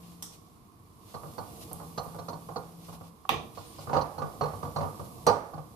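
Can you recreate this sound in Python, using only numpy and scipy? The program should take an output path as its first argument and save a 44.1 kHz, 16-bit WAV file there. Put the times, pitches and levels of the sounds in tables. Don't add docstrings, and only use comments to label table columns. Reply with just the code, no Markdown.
import sys
import numpy as np
from scipy import signal
from scipy.fft import rfft, irfft
from scipy.io import wavfile
from scipy.ndimage import uniform_filter1d

SR = 44100
rng = np.random.default_rng(int(sys.argv[2]) if len(sys.argv) > 2 else 0)


def int16_out(signal):
    q = np.round(np.clip(np.atleast_2d(signal).T, -1, 1) * 32767)
    wavfile.write(sys.argv[1], SR, q.astype(np.int16))


N = 253923
TIME = np.arange(N) / SR
RING_T = np.arange(SR // 2) / SR
PRESS_S = 3.85


def griddle():
    # (frequency [Hz], level [dB], t60 [s])
    plate_modes = [(426, -4, 0.25), (481, -1, 0.25), (520, -3, 0.25), (570, -1, 0.25), (686, -3, 0.25),
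                   (748, -2, 0.25), (798, -1, 0.25), (835, -3, 0.25), (892, -5, 0.25), (939, 0, 0.25),
                   (970, -5, 0.25), (1044, -4, 0.25), (1079, -6, 0.25), (1108, -3, 0.25), (1154, -1, 0.25),
                   (1192, -3, 0.25), (1222, -4, 0.25), (1367, -18, 0.25), (1409, -14, 0.25),
                   (1475, -14, 0.25)]
    stove_modes = [(67.4, -9.5, 0.87), (99.5, 1.5, 0.33), (152.5, 5, 0.3), (243, -8.5, 0.38),
                   (279.3, -11.5, 0.72), (279, -30, 0.21), (326.2, -12.5, 0.58)]
    # (frequency [Hz], level [dB], t60 [s])
    contact_modes = [(2870, -14, .02), (4090, -8, .02), (4320, 0, .03), (4480, -6, .02), (4690, -6, .022),
                     (5320, -13, .02), (5850, -7.5, .018), (6400, -13, .015)]
    body, bright = np.zeros((2, 2, N))
    t = RING_T[:4096]
    lean_left = amp([[1], [-1.5]])
    for s, db, thump_db, ring_db in knocks():
        length = 0.014 + 0.031 * amp(2 * (db + 10))
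        force = chatter(length / 2)
        plate = ring(plate_modes, spread=0.89) * onset(0.0049)
        stove = ring(stove_modes, spread=0.81) * onset(0.014)
        stove *= np.exp(-RING_T / 0.068)
        slip = rng.standard_normal(len(t)) * t * np.exp(-t / 0.0058)
        add(body, s, amp(db - 9.5) * peaked(convolve(force, plate)))
        add(body, s, amp(db - 6) * peaked(clunk(length)))
        add(body, s, amp(thump_db + 1.5) * lean_left * peaked(convolve(force, stove)))
        add(bright, s, amp(ring_db - 3) * peaked(convolve(slip, ring(contact_modes, spread=2.63))))
    return body + bright + amp(-16) * kitchen(bright)


def knocks(count=4, rock_s=0.022, scatter=0.0796, still_db=-43):
    # (time [s], knock [dB], bright ring [dB], loss per rock [dB])
    pushes = [(1.141, -30.5, -48, 14), (1.232, -35.5, -74, 5.5), (1.380, -29, -43.5, 14),
              (1.713, -36.5, -58, 14), (1.798, -36.5, -75, 4), (1.976, -24.5, -37, 21),
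              (2.058, -38, -56, 12), (2.144, -35, -60, 15), (2.186, -33, -49, 10),
              (2.283, -28.5, -42.5, 18), (2.329, -33, -48, 20), (2.487, -33, -75, 12),
              (2.558, -24.5, -39, 20), (2.884, -39.5, -70, 8), (2.925, -41.5, -69, 8), (3.009, -39, -75, 6),
              (3.293, -24, -40, 8), (3.573, -34, -51, 14), (3.783, -38, -52, 14), (3.871, -32.5, -70, 12),
              (3.893, -26, -60, 13), (3.930, -18, -44, 13), (3.945, -19, -49, 12),
              (3.964, -16.5, -39.5, 12.5), (4.009, -29.5, -40, 14), (4.18, -27, -45.5, 16),
              (4.218, -24, -70, 24), (4.409, -19.5, -38, 5), (4.534, -31, -62, 14), (4.627, -27.5, -53, 7),
              (4.760, -22, -39.5, 6.5), (4.807, -25.5, -51, 20), (4.83, -26, -66, 10),
              (4.994, -33, -72, 15), (5.265, -11, -26.5, 6.5), (5.534, -33.5, -57, 10),
              (5.578, -34, -72, 12)]
    for s, db, ring_db, loss_db in pushes:
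        uneven = rng.standard_normal(count)
        thump_db = -43 + 0.38 * (db + 25) + 5.5 * (s > PRESS_S)
        for k in range(count):
            lost_db = k * loss_db
            if k == 0 or db - lost_db > still_db:
                yield s, db - lost_db, thump_db - 0.55 * lost_db, ring_db - lost_db - 1.5 * k
            s += rock_s * (1 + scatter * uneven[k])


def chatter(decay_s, rebounds_per_s=1400):
    t = RING_T[:4096]
    rebounds = (rng.random(len(t)) < rebounds_per_s / SR) * rng.standard_normal(len(t))
    force = 0.5 * rebounds * np.exp(-t / decay_s)
    force[0] = 1
    return force


def clunk(length, room_t60=0.61):
    # (frequency [Hz], density [dB])
    colour = [(60, -33), (200, -5.5), (370, -10), (470, 1), (640, -2), (800, 1), (1000, -4.5), (1200, -0.5),
              (1320, -10.5), (1700, -19.5), (2300, -25.5), (3500, -32.5), (5500, -32.5), (8000, -44.5),
              (15000, -65)]
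    contact = np.exp(-(RING_T / length) ** 2)
    held = amp(-14 - 60 * RING_T / room_t60)
    held *= np.sqrt(length / 0.0057)
    return coloured(port_noise(len(RING_T)) * onset(0.00058) * np.hypot(contact, held), colour)


def spoon_down():
    # (time [s], ring [dB], crack [dB])
    clacks = [(3.252, -38.5, -61), (3.292, -19, -21)]
    # (frequency [Hz], level [dB], t60 [s])
    surface_modes = [(765, -4.5, 0.15), (840, 0.5, 0.026), (1110, 7.5, 0.033)]
    # (frequency [Hz], density [dB])
    crack_colour = [(200, -26), (600, -11), (900, -4), (1500, -6.5), (1950, -3), (2400, 2), (2800, -0.5),
                    (3900, -3), (4600, -14.5), (6200, -16.5), (7500, -24), (12000, -18.5), (15500, -16)]
    knock, crack = np.zeros((2, 2, N))
    for s, ring_db, crack_db in clacks:
        add(knock, s, amp(ring_db) * peaked(ring(surface_modes, spread=0.2) * onset(0.00068)))
        add(crack, s, amp(crack_db) * peaked(burst(crack_colour, t60=0.021)))
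    return knock + crack + kitchen(amp(-14) * knock + amp(1) * crack)


def spoon_clinks():
    # (time [s], level [dB], room send [dB])
    clinks = [(.2245, -34, -3), (.228, -35, 0), (5.267, -30, -9), (5.271, -33, -4.5)]
    # (frequency [Hz], density [dB])
    colour = [(200, -4), (750, -15), (1100, -2), (1600, -17.5), (2600, -16), (3400, -3.5), (4700, -12),
              (5500, -2.5), (7200, -5), (9000, -4), (11400, -8.5), (13700, -4.5), (15500, -24)]
    return ticks(clinks, colour, t60=0.018)


def frying(flop_s=3.3, turned_s=3.55, soften_s=0.27):
    # (time [s], effort [dB])
    effort = [(0.0, -65.5), (0.18, -70), (0.35, -69.5), (0.72, -75), (1.02, -70.5), (1.25, -62),
              (1.64, -58.5), (1.72, -60), (2.95, -66.5), (3.08, -72), (3.33, -72), (3.45, -66.5),
              (3.82, -62), (4.12, -64.5), (4.52, -60.5), (5.24, -61), (5.42, -68), (5.76, -67.5)]
    # (time [s], swell [dB], half length [s])
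    smears = [(0.12, 6.5, 0.093), (0.337, 11.5, 0.027), (1.107, 8.5, 0.067), (1.626, 8.5, 0.019),
              (2.874, 8.5, 0.06), (2.946, 9.5, 0.022), (3.06, 8.5, 0.048), (3.83, 7, 0.024),
              (5.054, 3.5, 0.013)]
    # (frequency [Hz], density [dB])
    fizz_colour = [(2000, -31), (4500, -6), (7000, -6), (9500, 0.5), (12000, 4), (13500, 1.5), (15000, -15),
                   (16000, -28)]
    rub_colour = [(900, 1.5), (1800, -6), (2500, 1), (3300, 2.5), (5000, 1.5), (6500, -1.5), (10000, -6.5)]
    drag_colour = [(29, -45), (50, -8.5), (123, -2.5), (172, -4), (215, -5.5), (281, -10.5), (314, -5),
                   (411, -18), (466, -4.5), (513, -20), (726, -12), (878, -19), (1150, -10), (1580, -68),
                   (2200, -31), (2860, -61), (4840, -120)]
    work = amp(np.interp(TIME, *np.transpose(effort)) + 61)
    smear = amp(sum(db * np.exp(-((TIME - s) / half) ** 2) for s, db, half in smears))
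    crust = amp(10.5 * (TIME > turned_s) * np.exp(-abs(TIME - turned_s) / soften_s))
    landed = np.maximum(TIME - flop_s, 0) / 0.04
    flop = amp(-36.5) * landed * np.exp(1 - landed)
    fizz = amp(-57) * work * smear ** 0.45 * grains(fizz_colour, per_s=6000, spread_db=1)
    rub = amp(-60) * work ** 0.88 * smear * crust * grains(rub_colour, per_s=5000, spread_db=3.5)
    drag = amp(-50 + 2.5 * (TIME > PRESS_S)) * work ** 0.84
    murmur = (drag + flop) * unit(coloured(port_noise(N), drag_colour))
    return fizz + rub + murmur


def oil_spits():
    # (time [s], level [dB], room send [dB])
    spits = [(1.731, -32, -9), (2.033, -48, 5), (3.08, -58, -5), (3.292, -34, -24)]
    # (frequency [Hz], density [dB])
    colour = [(1500, -42), (4000, -47), (6500, -10), (9000, 2.5), (13500, 5), (15500, -6.5)]
    return ticks(spits, colour, t60=0.018)


def steam(waver=0.013):
    # (time [s], length [s], pitch [Hz], level [dB])
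    squeaks = [(3.64, 0.12, 9250, -59), (3.773, 0.051, 4880, -57)]
    out = np.zeros((2, N))
    for s, length, hz, db in squeaks:
        size = round(length * SR)
        pitch = hz * (1 + waver * wander(60)[:size])
        phase = 2 * np.pi * (np.cumsum(pitch) / SR + rng.random((2, 1)) / 2)
        add(out, s, amp(db) * signal.windows.tukey(size, 0.5) * np.sin(phase))
    return out


def room_tone(fade_s=0.034):
    # (frequency [Hz], density [dB])
    rumble_colour = [(12, -55), (20, -18), (108, 0), (129, -7), (327, -8.5), (349, -18), (382, -9.5),
                     (621, -40), (1060, -8.5), (1580, -30.5), (2460, -30), (2630, -34), (4000, -42),
                     (5200, -71), (8800, -120)]
    # (start [s], end [s], pitch [Hz], level [dB])
    spells = [(-.1, 0.285, 173.3, -53), (1.676, 3.12, 168.7, -51)]
    waver = 1 + 0.0032 * wander(6000)
    hum = 0
    for start, end, hz, db in spells:
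        gate = (1 + np.tanh((TIME - start) / fade_s)) * (1 - np.tanh((TIME - end) / fade_s)) / 4
        phase = 2 * np.pi * np.cumsum(hz * waver) / SR
        hum += amp(db) * gate * np.sqrt(2) * np.sin(phase)
    return amp(-58.5) * unit(coloured(port_noise(N), rumble_colour)) + hum


def kitchen(x):
    # (frequency [Hz], t60 [s])
    decay = [(100, 1), (300, 0.37), (800, 0.49), (2000, 0.3), (5000, 0.41), (9000, 0.38), (15000, 0.13)]
    hz, t, bands = signal.stft(port_noise(32768), SR, nperseg=256)
    tail = signal.istft(bands * amp(-60 * t / read(decay, hz)[:, None]), SR, nperseg=256)[1]
    age = np.arange(tail.shape[1]) / SR
    tail *= 1 - np.exp(-(age / 0.0021) ** 2)
    return convolve(x, tail / np.linalg.norm(tail[0]))[:, :N]


def ring(modes, spread):
    out = 0
    for hz, db, t60 in modes:
        phase = np.pi * rng.integers(0, 2) + spread * rng.standard_normal((2, 1))
        envelope = amp(db - 60 * RING_T / t60) / np.sqrt(t60)
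        out += envelope * np.sin(2 * np.pi * hz * RING_T + phase)
    return out


def burst(colour, t60):
    return coloured(port_noise(len(RING_T)) * amp(-60 * RING_T / t60), colour)


def ticks(events, colour, t60):
    direct, send = np.zeros((2, 2, N))
    for s, db, room_db in events:
        snap = amp(db) * peaked(burst(colour, t60) * onset(0.0001))
        add(direct, s, snap)
        add(send, s, amp(room_db) * snap)
    return direct + kitchen(send)


def grains(colour, per_s, spread_db):
    sizes = amp(spread_db * np.minimum(rng.exponential(1, N), 5))
    fires = rng.random(N) < per_s / SR
    direct = coloured(sizes * fires * port_noise(N), colour)
    return unit(direct + amp(1) * kitchen(direct))


def port_noise(size):
    # (frequency [Hz], correlation)
    likeness = [(50, 0.69), (150, 0.92), (280, 0.44), (700, 0.85), (1200, -0.21), (2000, -0.43),
                (5000, 0.43), (16000, -0.24)]
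    left, other = rfft(rng.standard_normal((2, size)))
    same = read(likeness, np.fft.rfftfreq(size, 1 / SR))
    right = same * left + np.sqrt(1 - same ** 2) * other
    return irfft(np.array([left, right]), size)


def coloured(x, colour):
    log_gain = np.log(amp(read(colour, abs(np.fft.fftfreq(4096, 1 / SR)))))
    response = np.exp(np.conj(signal.hilbert(log_gain)))
    taps = np.fft.ifft(response).real[:2048]
    return convolve(x, taps)[:, :x.shape[1]]


def onset(rise_s):
    return 1 - np.exp(-RING_T / rise_s)


def wander(samples):
    return unit(uniform_filter1d(rng.standard_normal(N), size=samples))


def amp(db):
    return 10 ** (np.asarray(db) / 20)


def unit(x):
    return x / np.sqrt(np.mean(x ** 2) + 1e-20)


def peaked(x):
    return x / np.sqrt(uniform_filter1d((x ** 2).mean(0), size=176).max() + 1e-20)


def read(points, hz):
    f, value = np.transpose(points)
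    return np.interp(np.log(hz + 1), np.log(f), value)


def add(mix, s, sound):
    part = mix[:, round(s * SR):][:, :sound.shape[1]]
    part += sound[:, :part.shape[1]]


def convolve(a, b):
    return signal.fftconvolve(np.atleast_2d(a), np.atleast_2d(b), axes=1)


def scene():
    spoon = spoon_down() + spoon_clinks()
    cooking = frying() + steam() + oil_spits()
    return griddle() + spoon + cooking + room_tone()


def record(dry, edge_hz=15500):
    # (frequency [Hz], left minus right [dB])
    balance = [(60, -2.5), (110, 0), (190, 3), (280, 0.5), (700, -8.5), (1200, -16), (1600, -1),
               (2400, 2.5), (3300, -0.5), (4400, -3), (8000, 0), (13000, -8.5)]
    ratio = amp(read(balance, np.fft.rfftfreq(N, 1 / SR)))
    ports = np.array([ratio, np.ones_like(ratio)]) * np.sqrt(2 / (1 + ratio ** 2))
    heard = irfft(rfft(dry) * ports, N)
    lowpass = signal.firwin(511, edge_hz, window=("kaiser", 9), fs=SR)
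    return signal.oaconvolve(heard, lowpass[None], "same", axes=1)


dry = scene()
out = record(dry)
int16_out(out)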